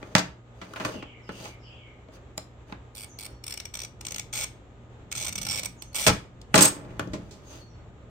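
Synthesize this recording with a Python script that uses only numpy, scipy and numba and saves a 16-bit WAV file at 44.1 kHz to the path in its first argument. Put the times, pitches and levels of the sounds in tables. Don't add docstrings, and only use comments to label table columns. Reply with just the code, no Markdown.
import sys
import numpy as np
from scipy import signal
from scipy.fft import rfft, irfft, next_fast_len
from scipy.io import wavfile
from scipy.ndimage import uniform_filter1d
from numba import njit

SR = 44100
rng = np.random.default_rng(int(sys.argv[2]) if len(sys.argv) > 2 else 0)


def unload_wav(signal):
    wavfile.write(
        sys.argv[1],
        SR,
        np.round(np.clip(np.atleast_2d(signal).T, -1, 1) * 32767).astype(np.int16),
    )


N = 357196
TIME = np.arange(N) / SR
PADDED = next_fast_len(N + SR, real=True)
FREQ = np.maximum(np.fft.rfftfreq(PADDED, 1 / SR), 1)


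def undb(db):
    return 10 ** (np.asarray(db) / 20)

def unit(x):
    return x / np.sqrt(np.mean(x ** 2))

def curves(table):
    s, *columns = np.transpose(table)
    return [np.interp(TIME, s, c) for c in columns]

def swell(s, rise_s, fall_s):
    return np.exp(-((TIME - s) / np.where(TIME < s, rise_s, fall_s)) ** 2)

def walk(rate):
    k = int(SR / rate)
    return 0.69 * uniform_filter1d(np.repeat(rng.standard_normal(N // k + 1), k), k)[:N]

def add(track, s, sound):
    i = max(int(s * SR), 0)
    track[..., i:i + sound.shape[-1]] += sound[..., :N - i]

def pan(db):
    return undb(np.array([db, -db]).reshape(2, -1) / 2)

def contour(points, freq=FREQ):
    hz, db = np.transpose(points)
    return undb(np.interp(np.log(freq), np.log(hz), db))

def causal(gain):
    cepstrum = irfft(np.log(gain), PADDED)
    cepstrum[1:PADDED // 2] *= 2
    cepstrum[PADDED // 2 + 1:] = 0
    return np.exp(rfft(cepstrum))

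def modes(table):
    return sum(undb(db) / (1 + 1j * (FREQ ** 2 - hz ** 2) / (FREQ * width)) for hz, width, db in table)

def through(x, response):
    return irfft(rfft(x, PADDED) * response, PADDED)[..., :N]

def ring(x, response):
    return through(x, response / np.sqrt(np.mean(abs(response) ** 2)))

def noise(points, size=N, apart_hz=1300):
    count = next_fast_len(size, real=True)
    freq = np.maximum(np.fft.rfftfreq(count, 1 / SR), 1)
    mid, side = rfft(rng.standard_normal((2, count)))
    side = side * np.clip(freq / apart_hz, .18, 1)
    spectrum = np.array([mid + side, mid - side]) * contour(points, freq)
    return unit(irfft(spectrum, count)[:, :size])

def radiate(x, turn_hz=330, spread=2.66, alike_hz=900):
    knots = np.arange(0, SR / 2, turn_hz)
    phase = np.interp(FREQ, knots, spread * rng.standard_normal(len(knots))) * FREQ / (FREQ + alike_hz)
    return through(x, np.exp(.5j * np.array([phase, -phase])))

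def bursts(table, grain_db, sag, release_s=.001, apart=.55):
    track, t = np.zeros((2, N)), np.arange(SR // 25) / SR
    for s, db, length in table:
        sizes = undb(grain_db * rng.standard_normal(len(t)))
        sides = 1 + apart * rng.standard_normal((2, len(t)))
        envelope = np.exp(-sag * t / length - np.maximum(t - length, 0) / release_s)
        burst = sides * rng.choice([-1, 1], len(t)) * sizes * envelope
        add(track, s, undb(db) * burst * np.sqrt(2 * length * SR / np.sum(burst ** 2)))
    return radiate(track)

def reverb(x, colour, t60_low, t60_high, delay_s):
    t = np.arange(SR) / SR
    tail = noise(colour, size=len(t))
    low = signal.sosfilt(signal.butter(2, 2500, fs=SR, output="sos"), tail)
    high = signal.sosfilt(signal.butter(2, 2500, "high", fs=SR, output="sos"), tail)
    echo = (low * 1000 ** (-t / t60_low) - high * 1000 ** (-t / t60_high)) * (t > delay_s)
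    return signal.fftconvolve(x, echo / np.sqrt(np.sum(echo ** 2) / 2), axes=1)[:, :N]


# f/Hz, level/dB
AIR_SPECTRUM = [(20, -32), (50, -1), (90, -2.5), (140, -14), (220, -13), (400, -12.5), (650, -18),
                (1200, -25.5), (2200, -32.5), (3600, -36.5), (5000, -49), (7600, -40.5), (8800, -67.5),
                (16000, -63)]
# f/Hz, level/dB
HUM_PARTIALS = [(58, -60.5), (118.6, -54), (237.5, -69.5), (1233, -73)]

def air_and_hum(air_db=-51, waver_db=2):
    hum = sum(np.sqrt(2) * undb(db + 2 * walk(6.8)) * np.sin(2 * np.pi * hz * TIME + .5 * walk(3.6))
              for hz, db in HUM_PARTIALS)
    return noise(AIR_SPECTRUM) * undb(air_db + waver_db * walk(22)) + hum


# t/s, level/dB
HAND_LOAD = [(0, -69), (2.9, -60.5), (3.4, -61.5), (4.2, -49.5), (4.9, -59.5), (5.5, -40), (5.8, -55.5),
             (6.4, -53.5), (7.12, -39.5), (7.4, -53.5), (8.1, -52.5)]

def bench_rumble(boom_s=6.085, boom_db=-23.5):
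    rumble = noise([(25, -15.5), (50, -3), (120, 0), (170, -4), (280, -15), (900, -39.5), (4000, -85.5)])
    boom = undb(boom_db) * swell(boom_s, rise_s=.014, fall_s=.05)
    return rumble * (undb(curves(HAND_LOAD)[0]) + boom)


# f/Hz, bandwidth/Hz, level/dB
GRID_MODES = [(144, 19, 1.5), (182, 5.9, -0.5), (260, 13, -15.5), (292.3, 7.2, 1.5), (432.4, 7.8, 1.5),
              (468, 7, -5), (630, 61, 4), (835, 22, -1.5), (890, 42, -4), (940, 16, -1.5), (1120, 33, -1),
              (1335, 29, -8), (2410, 58, -2.5)]
# f/Hz, bandwidth/Hz, level/dB
CUTTER_MODES = [(4750, 74, 6.5), (6260, 120, 9), (8600, 42, 11), (10680, 43, -1), (11500, 70, -7.5),
                (13100, 70, -4), (13780, 80, -5), (14280, 90, -5.5)]
# peak t/s, rise/s, fall/s, rub level/dB, hiss level/dB
GRID_SLIDES = [(.08, 0.18, 0.18, -52, -64.5), (0.681, 0.098, 0.12, -53, -62.5),
               (.89, .11, 0.088, -41.5, -48.5), (1.45, 0.11, 0.064, -47.5, -48.5),
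               (2.15, 0.021, 0.025, -52, -56.5), (2.7, 0.024, 0.053, -53.5, -65),
               (6.72, .1, 0.29, -47, -68), (7.2, 0.18, 0.32, -58, -66), (7.53, 0.053, 0.083, -54, -53.5)]

def sliding(catch_db=2.5, grit_db=3):
    rub_gain, hiss_gain = sum(undb([[rub_db], [hiss_db]]) * swell(s, rise, fall)
                              for s, rise, fall, rub_db, hiss_db in GRID_SLIDES)
    rub = noise([(60, -13), (170, -2), (400, 6.5), (800, -7), (1800, -11.5), (3500, -25.5), (8000, -50)])
    rub = unit(through(rub, 1 + modes(GRID_MODES)))
    hiss = noise([(800, -33.5), (2800, 3.5), (5000, -.5), (6400, -1.5), (8500, -6.5),
                  (11000, -13.5), (14000, -11.5), (16000, -14.5)])
    hiss = unit(through(hiss, 1 + modes(CUTTER_MODES)))
    catch, grit = undb(catch_db * walk(70)), undb(grit_db * walk(600))
    return catch * (rub * rub_gain + hiss * hiss_gain * grit)

def rib_bumps(gap_s=.06, t60_s=.06, scatter_db=2):
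    rows = []
    for s, rise, fall, rub_db, _ in GRID_SLIDES:
        chance = zip(rng.random(size=16), rng.standard_normal(size=16))
        for rib, (late, strength) in zip(np.arange(-rise, fall, gap_s), chance):
            offset = rib + late * gap_s
            drop_db = 20 / np.log(10) * (offset / (rise if offset < 0 else fall)) ** 2
            db = rub_db + scatter_db * strength - drop_db
            if s + offset > 0:
                rows.append((s + offset, db + .5, db - 4, db - 17.5, t60_s, 0))
    return rows


# t/s, thud level/dB, clack level/dB, tick level/dB, T60/s, pan/dB
IMPACTS = [(.028, -41, -42, -58.5, 0.029, -0.5), (0.1513, -18, -15, -20, .019, -3),
           (.615, -47, -40, -51, 0.12, 0), (.76, -54, -37.5, -62, 0.075, 0),
           (0.7992, -39.5, -33.5, -47, 0.14, .5), (.849, -33.5, -30, -36, 0.072, 0.5),
           (.955, -37.5, -51, -67, 0.14, -2), (1.025, -39.5, -41, -56, 0.055, 2),
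           (1.291, -35.5, -39, -62, 0.069, 0), (1.455, -56, -41.5, -50, 0.059, -3),
           (2.086, -50, -58.5, -75, 0.023, 1), (2.378, -40, -39, -41, 0.018, 2.5),
           (2.724, -38, -38.5, -61, 0.02, 1.5), (6.066, -24.5, -16.5, -18.5, 0.077, -2),
           (6.415, -68.5, -60, -50, 0.022, 1), (6.5424, -18, -15.5, -25.5, 0.043, -1),
           (6.995, -32, -36.5, -44, 0.07, -2), (7.074, -35.5, -65, -57, 0.029, 1),
           (7.134, -31, -39, -41.5, 0.12, 1), (7.31, -52.5, -62.5, -49, 0.26, -3)]
# f/Hz, level/dB
IMPACT_SPECTRUM = [(35, 4), (70, 7), (130, 1.5), (400, 2), (650, -1.5), (1200, 0), (1800, -2.5),
                   (2500, -4.5), (4500, -3), (7500, -5), (9500, -18), (11500, -27.5), (13500, -23),
                   (16000, -29)]

def knocks(gain_db=-1, thud_hz=480, tick_hz=3100, thud_stretch=1.4):
    track, t = np.zeros((2, N)), np.arange(SR // 4) / SR
    edges = [([105, thud_hz], "band"), ([thud_hz, tick_hz], "band"), (tick_hz, "high")]
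    low, mid, high = [signal.butter(3, edge, kind, fs=SR, output="sos") for edge, kind in edges]
    for s, thud_db, clack_db, tick_db, t60, pan_db in IMPACTS + rebounds() + rib_bumps():
        dense_modes = noise(IMPACT_SPECTRUM, size=len(t))
        for band, db, decay_s, side in [(low, thud_db, t60 * thud_stretch, 0),
                                        (mid, clack_db, t60, pan_db), (high, tick_db, t60, pan_db)]:
            part = signal.sosfilt(band, dense_modes * 1000 ** (-t / decay_s))
            add(track, s, pan(side) * undb(db) * part / np.std(part[:, :SR // 100]))
    return undb(gain_db) * through(track, 1 + modes(GRID_MODES))


# t/s, first flight/s, duration/s, thud level/dB, clack level/dB, tick level/dB, fade/(dB/s), T60/s
CUTTER_BOUNCES = [(0.149, .031, .048, -29.5, -23, -23.5, 89.5, 0.064),
                  (6.065, .015, .034, -22.5, -20.5, -20.5, 201.5, 0.057),
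                  (6.5421, .035, .125, -17.5, -15, -14.5, 111.5, .075)]

def rebounds(restitution=.87, far_share=.42, far_db=-2.5, far_pan_db=5.5):
    rows = []
    for start, flight, length, thud, clack, tick, fade, t60 in CUTTER_BOUNCES:
        hop = 0
        for _ in range(8):
            far_end, near_end = (hop + far_share * flight, far_db, far_pan_db), (hop + flight, 0, 0)
            for late, end_db, side in (far_end, near_end):
                db = end_db - fade * late
                if late < length:
                    rows.append((start + late, thud + db, clack + db, tick + db, t60, side))
            hop, flight = hop + flight, flight * restitution
    return rows


# t/s, level/dB, duration/s
PICKUP_CONTACTS = [(.1525, -21, 0.0018), (.183, -27.5, 0.0024), (.853, -41.5, 0.00866)]

def cutter_clinks():
    return ring(bursts(PICKUP_CONTACTS, grain_db=9, sag=.32), modes(CUTTER_MODES))


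# t/s, level/dB, duration/s
FLAT_CONTACTS = [(.736, -36.5, 0.0037), (.761, -40, .011), (.8, -37, .0031), (.85, -27, 0.0055),
                 (1.291, -45, 0.0044), (6.5435, -9.5, .0014), (6.9955, -22, 0.0021)]
# f/Hz, bandwidth/Hz, level/dB
CELL_MODES = [(1140, 150, 9), (1440, 170, 7.5), (1760, 130, 0.5), (2400, 200, -2)]

def hollow_slaps(pan_db=3):
    return pan(pan_db) * ring(bursts(FLAT_CONTACTS, grain_db=-.5, sag=.82), modes(CELL_MODES))


# t/s within it, duration/s, start f/Hz, end f/Hz, level/dB, relative warble
HOARSE_NOTES = [(0, .08, 5460, 4420, -5, 0.087), (0.028, .12, 3013, 2670, 0.5, 0.09),
                (0.087, .18, 3230, 2940, -4.5, .08), (.172, .16, 2405, 2095, -4.5, 0.081)]
THIN_NOTES = [(0, .053, 6950, 5830, -1, .036), (.07, .045, 6580, 6350, -9, .014),
              (.15, .03, 4420, 4350, -1.5, .008), (.21, .065, 5930, 5340, -14.5, .045)]
# t/s, level/dB
HOARSE_ENTRIES = [(.866, -53.5), (1.216, -55.5), (1.592, -55)]
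THIN_ENTRIES = [(3.068, -51.5), (5.765, -50.5), (7.446, -52)]

def birds(direct_db=-14):
    song = np.zeros((2, N))
    for entries, notes in [(HOARSE_ENTRIES, HOARSE_NOTES), (THIN_ENTRIES, THIN_NOTES)]:
        for s, song_db in entries:
            for late, length, start_hz, end_hz, db, warble in notes:
                u = np.linspace(0, 1, int(length * SR))
                hz = (start_hz + (end_hz - start_hz) * u) * (1 + warble * walk(350)[:len(u)])
                envelope = undb(song_db + db) * np.sqrt(8 * u * (1 - u))
                add(song, s + late, envelope * np.sin(2 * np.pi * np.cumsum(hz) / SR))
    echoes = reverb(song, [(100, .035), (8000, .011)], t60_low=.77, t60_high=.33, delay_s=.0078)
    return undb(direct_db) * song + echoes


# t/s, level/dB, duration/s
WHEEL_CONTACT = [(2.378, -24, .0016)]
# f/Hz, bandwidth/Hz, level/dB
FREE_GLASS_MODES = [(2320, 160, -13), (4220, 350, -2), (5066, 150, 7.5), (5330, 220, -13), (7120, 350, 4.5),
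                    (8630, 170, -2), (11400, 300, -35), (14000, 300, -22)]

def wheel_tap():
    return ring(bursts(WHEEL_CONTACT, grain_db=10, sag=.91, release_s=.00083), modes(FREE_GLASS_MODES))


# first t/s, last t/s, level/dB, slip rate/Hz, slip duration/s
HAND_PUSHES = [(2.951, 3.044, -37.5, 105, .0042), (3.1885, 3.263, -35.5, 105, .004),
               (3.4397, 3.4397, -33, 60, .004), (3.4663, 3.5393, -32, 70, .005),
               (3.5746, 3.6004, -30.5, 40, .0046), (3.654, 3.654, -31, 60, .0046),
               (3.7399, 3.8486, -31, 62, .0046), (4.0108, 4.0108, -34, 60, .004),
               (4.0512, 4.0842, -28, 70, .0033), (4.1083, 4.1206, -28, 80, .0035),
               (4.1446, 4.1963, -26.5, 60, .004), (4.3289, 4.44, -27, 135, .006),
               (5.1156, 5.1248, -28, 105, .0034), (5.1516, 5.2906, -28, 105, .006),
               (5.3252, 5.38, -28.5, 40, .008), (5.4144, 5.467, -28, 60, .006),
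               (5.487, 5.5944, -26, 105, .006), (5.6327, 5.6571, -26, 90, .0047),
               (5.8219, 5.8219, -31, 60, .004), (5.931, 5.931, -45, 60, .003),
               (5.9462, 6.054, -26, 135, .0062), (6.0655, 6.08, -16, 130, .0055)]

def stick_slip(jitter=.14, scatter_db=1.66, build_db=1, length_spread=.12):
    slips = []
    for first, last, db, rate, length in HAND_PUSHES:
        count = 1 + round((last - first) * rate)
        timing, strength, stretch = rng.standard_normal((3, 64))[:, :count]
        times = np.linspace(first, last, count)
        times[1:-1] += jitter / rate * timing[:-2]
        pressure_db = build_db * (times - times.mean()) / (last - first + 1 / rate)
        levels = db + pressure_db + scatter_db * strength
        slips += zip(times, levels, length * np.exp(length_spread * stretch))
    return bursts(slips, grain_db=5, sag=.88)

def pane_ripple(spacing_hz=170, ripple_db=3):
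    knots = np.arange(0, SR / 2, spacing_hz)
    return undb(ripple_db * np.interp(FREQ, knots, rng.standard_normal(len(knots))))

@njit
def moving_mode(x, hz, width):
    y, band_state, low_state = np.empty(len(x)), 0., 0.
    for i in range(len(x)):
        g, damping = np.tan(np.pi * hz[i] / SR), width / hz[i]
        band = (band_state + g * (x[i] - low_state)) / (1 + g * (g + damping))
        band_state, low_state = 2 * band - band_state, low_state + 2 * g * band
        y[i] = damping * band
    return y

# t/s, head f/Hz, head level/dB, brittle level/dB, pan/dB
CUT_COURSE = [(2.95, 4830, 4, 9, 0), (3.26, 4800, 4, 8, 0), (3.45, 5350, 9, 8.5, 2.5),
              (3.85, 5950, 15, -7, 2), (4.05, 6250, 16.5, 1, 3.5), (4.45, 6460, 8.5, -1.5, 1),
              (5.12, 6380, 11, -6, 0), (5.43, 6000, 13, 4, 0.5), (5.49, 5400, 9.5, -13, -1),
              (5.65, 5760, 1, 0.5, -2), (5.95, 6000, 0, 3, -2.5), (6.06, 6140, 8, 7.5, 3)]
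# f/Hz, level/dB
FRACTURE_SPECTRUM = [(200, -8), (800, -4.5), (1600, -6.5), (2400, -6.5), (4000, 2), (6000, -5), (8200, 1.5),
                     (10100, -8.5), (11050, -15.5), (11700, -12.5), (15300, -12.5), (16100, -31)]
# f/Hz, bandwidth/Hz, level/dB
PRESSED_MODES = [(2340, 170, 11), (4250, 190, -15.5), (5447, 310, -2), (6000, 87, -6), (6500, 42, -8),
                 (8250, 410, -6.5), (9500, 130, -11.5), (13570, 450, 9.5), (15100, 600, 3.5)]
# f/Hz, bandwidth/Hz, level/dB
BRITTLE_MODES = [(9700, 700, 3), (12270, 790, 2.5), (15200, 600, -5)]
# f/Hz, left minus right level/dB
PANE_DIRECTIVITY = [(700, -2.5), (2380, 5), (4400, -0.5), (8100, -4.5), (15000, -2.5)]

def scoring(gain_db=-5, head_width_hz=380., head_db=-1):
    head_hz, ring_db, brittle_db, pan_db = curves(CUT_COURSE)
    slips = stick_slip()
    response = causal(contour(FRACTURE_SPECTRUM) * pane_ripple()) * (1 + modes(PRESSED_MODES))
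    cracks = ring(slips, response)
    head = undb(ring_db + head_db) * np.array([moving_mode(c, head_hz, head_width_hz) for c in cracks])
    brittle = (undb(brittle_db) - 1) * through(cracks, modes(BRITTLE_MODES))
    sound = undb(gain_db) * pan(pan_db) * (cracks + head + brittle)
    return through(sound, contour(PANE_DIRECTIVITY) ** np.array([[.5], [-.5]]))


# t/s, level/dB, duration/s
SOCKET_CONTACTS = [(6.55, -20, .009), (6.578, -17, .008), (6.607, -15, .011), (6.622, -10.5, .013),
                   (6.642, -18, 0.0088), (6.651, -13, .008), (6.677, -22, 0.0091)]
# f/Hz, bandwidth/Hz, level/dB
HEAD_MODES = [(5240, 160, -11), (6425, 130, -7.5), (6670, 31, -2.5), (7717, 40, 4), (8310, 22, 9.5),
              (8608, 40, -14.5), (10330, 40, -10), (12540, 80, -14), (13510, 60, -20), (14940, 140, -16.5)]

def head_rattle(clatter_db=-21, pan_db=-4):
    spectrum = contour([(500, -22.5), (3000, -7), (6000, -3), (9000, -2.5), (15500, -5.5), (16200, -21)])
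    response = modes(HEAD_MODES) + undb(clatter_db) * causal(spectrum)
    return pan(pan_db) * ring(bursts(SOCKET_CONTACTS, grain_db=3, sag=.19), response)


def scene(room_db=-12, bench_db=-13):
    direct = (bench_rumble() + sliding() + knocks() + cutter_clinks() + hollow_slaps()
              + wheel_tap() + scoring() + head_rattle())
    bench_colour = [(100, -13.5), (1000, 12.5), (16000, -13)]
    room_colour = [(80, 3), (400, 4), (1500, 1.5), (6000, 0), (10000, -1.5), (16000, -2.5)]
    early = reverb(direct, bench_colour, t60_low=.073, t60_high=.036, delay_s=.0016)
    tail = reverb(direct, room_colour, t60_low=.33, t60_high=.23, delay_s=.0086)
    return air_and_hum() + direct + undb(bench_db) * early + undb(room_db) * tail + birds()

def record(dry, top_hz=16100):
    return signal.sosfilt(signal.ellip(10, .2, 80, top_hz, fs=SR, output="sos"), np.clip(dry, -1, 1))


dry = scene()
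out = record(dry)
unload_wav(out)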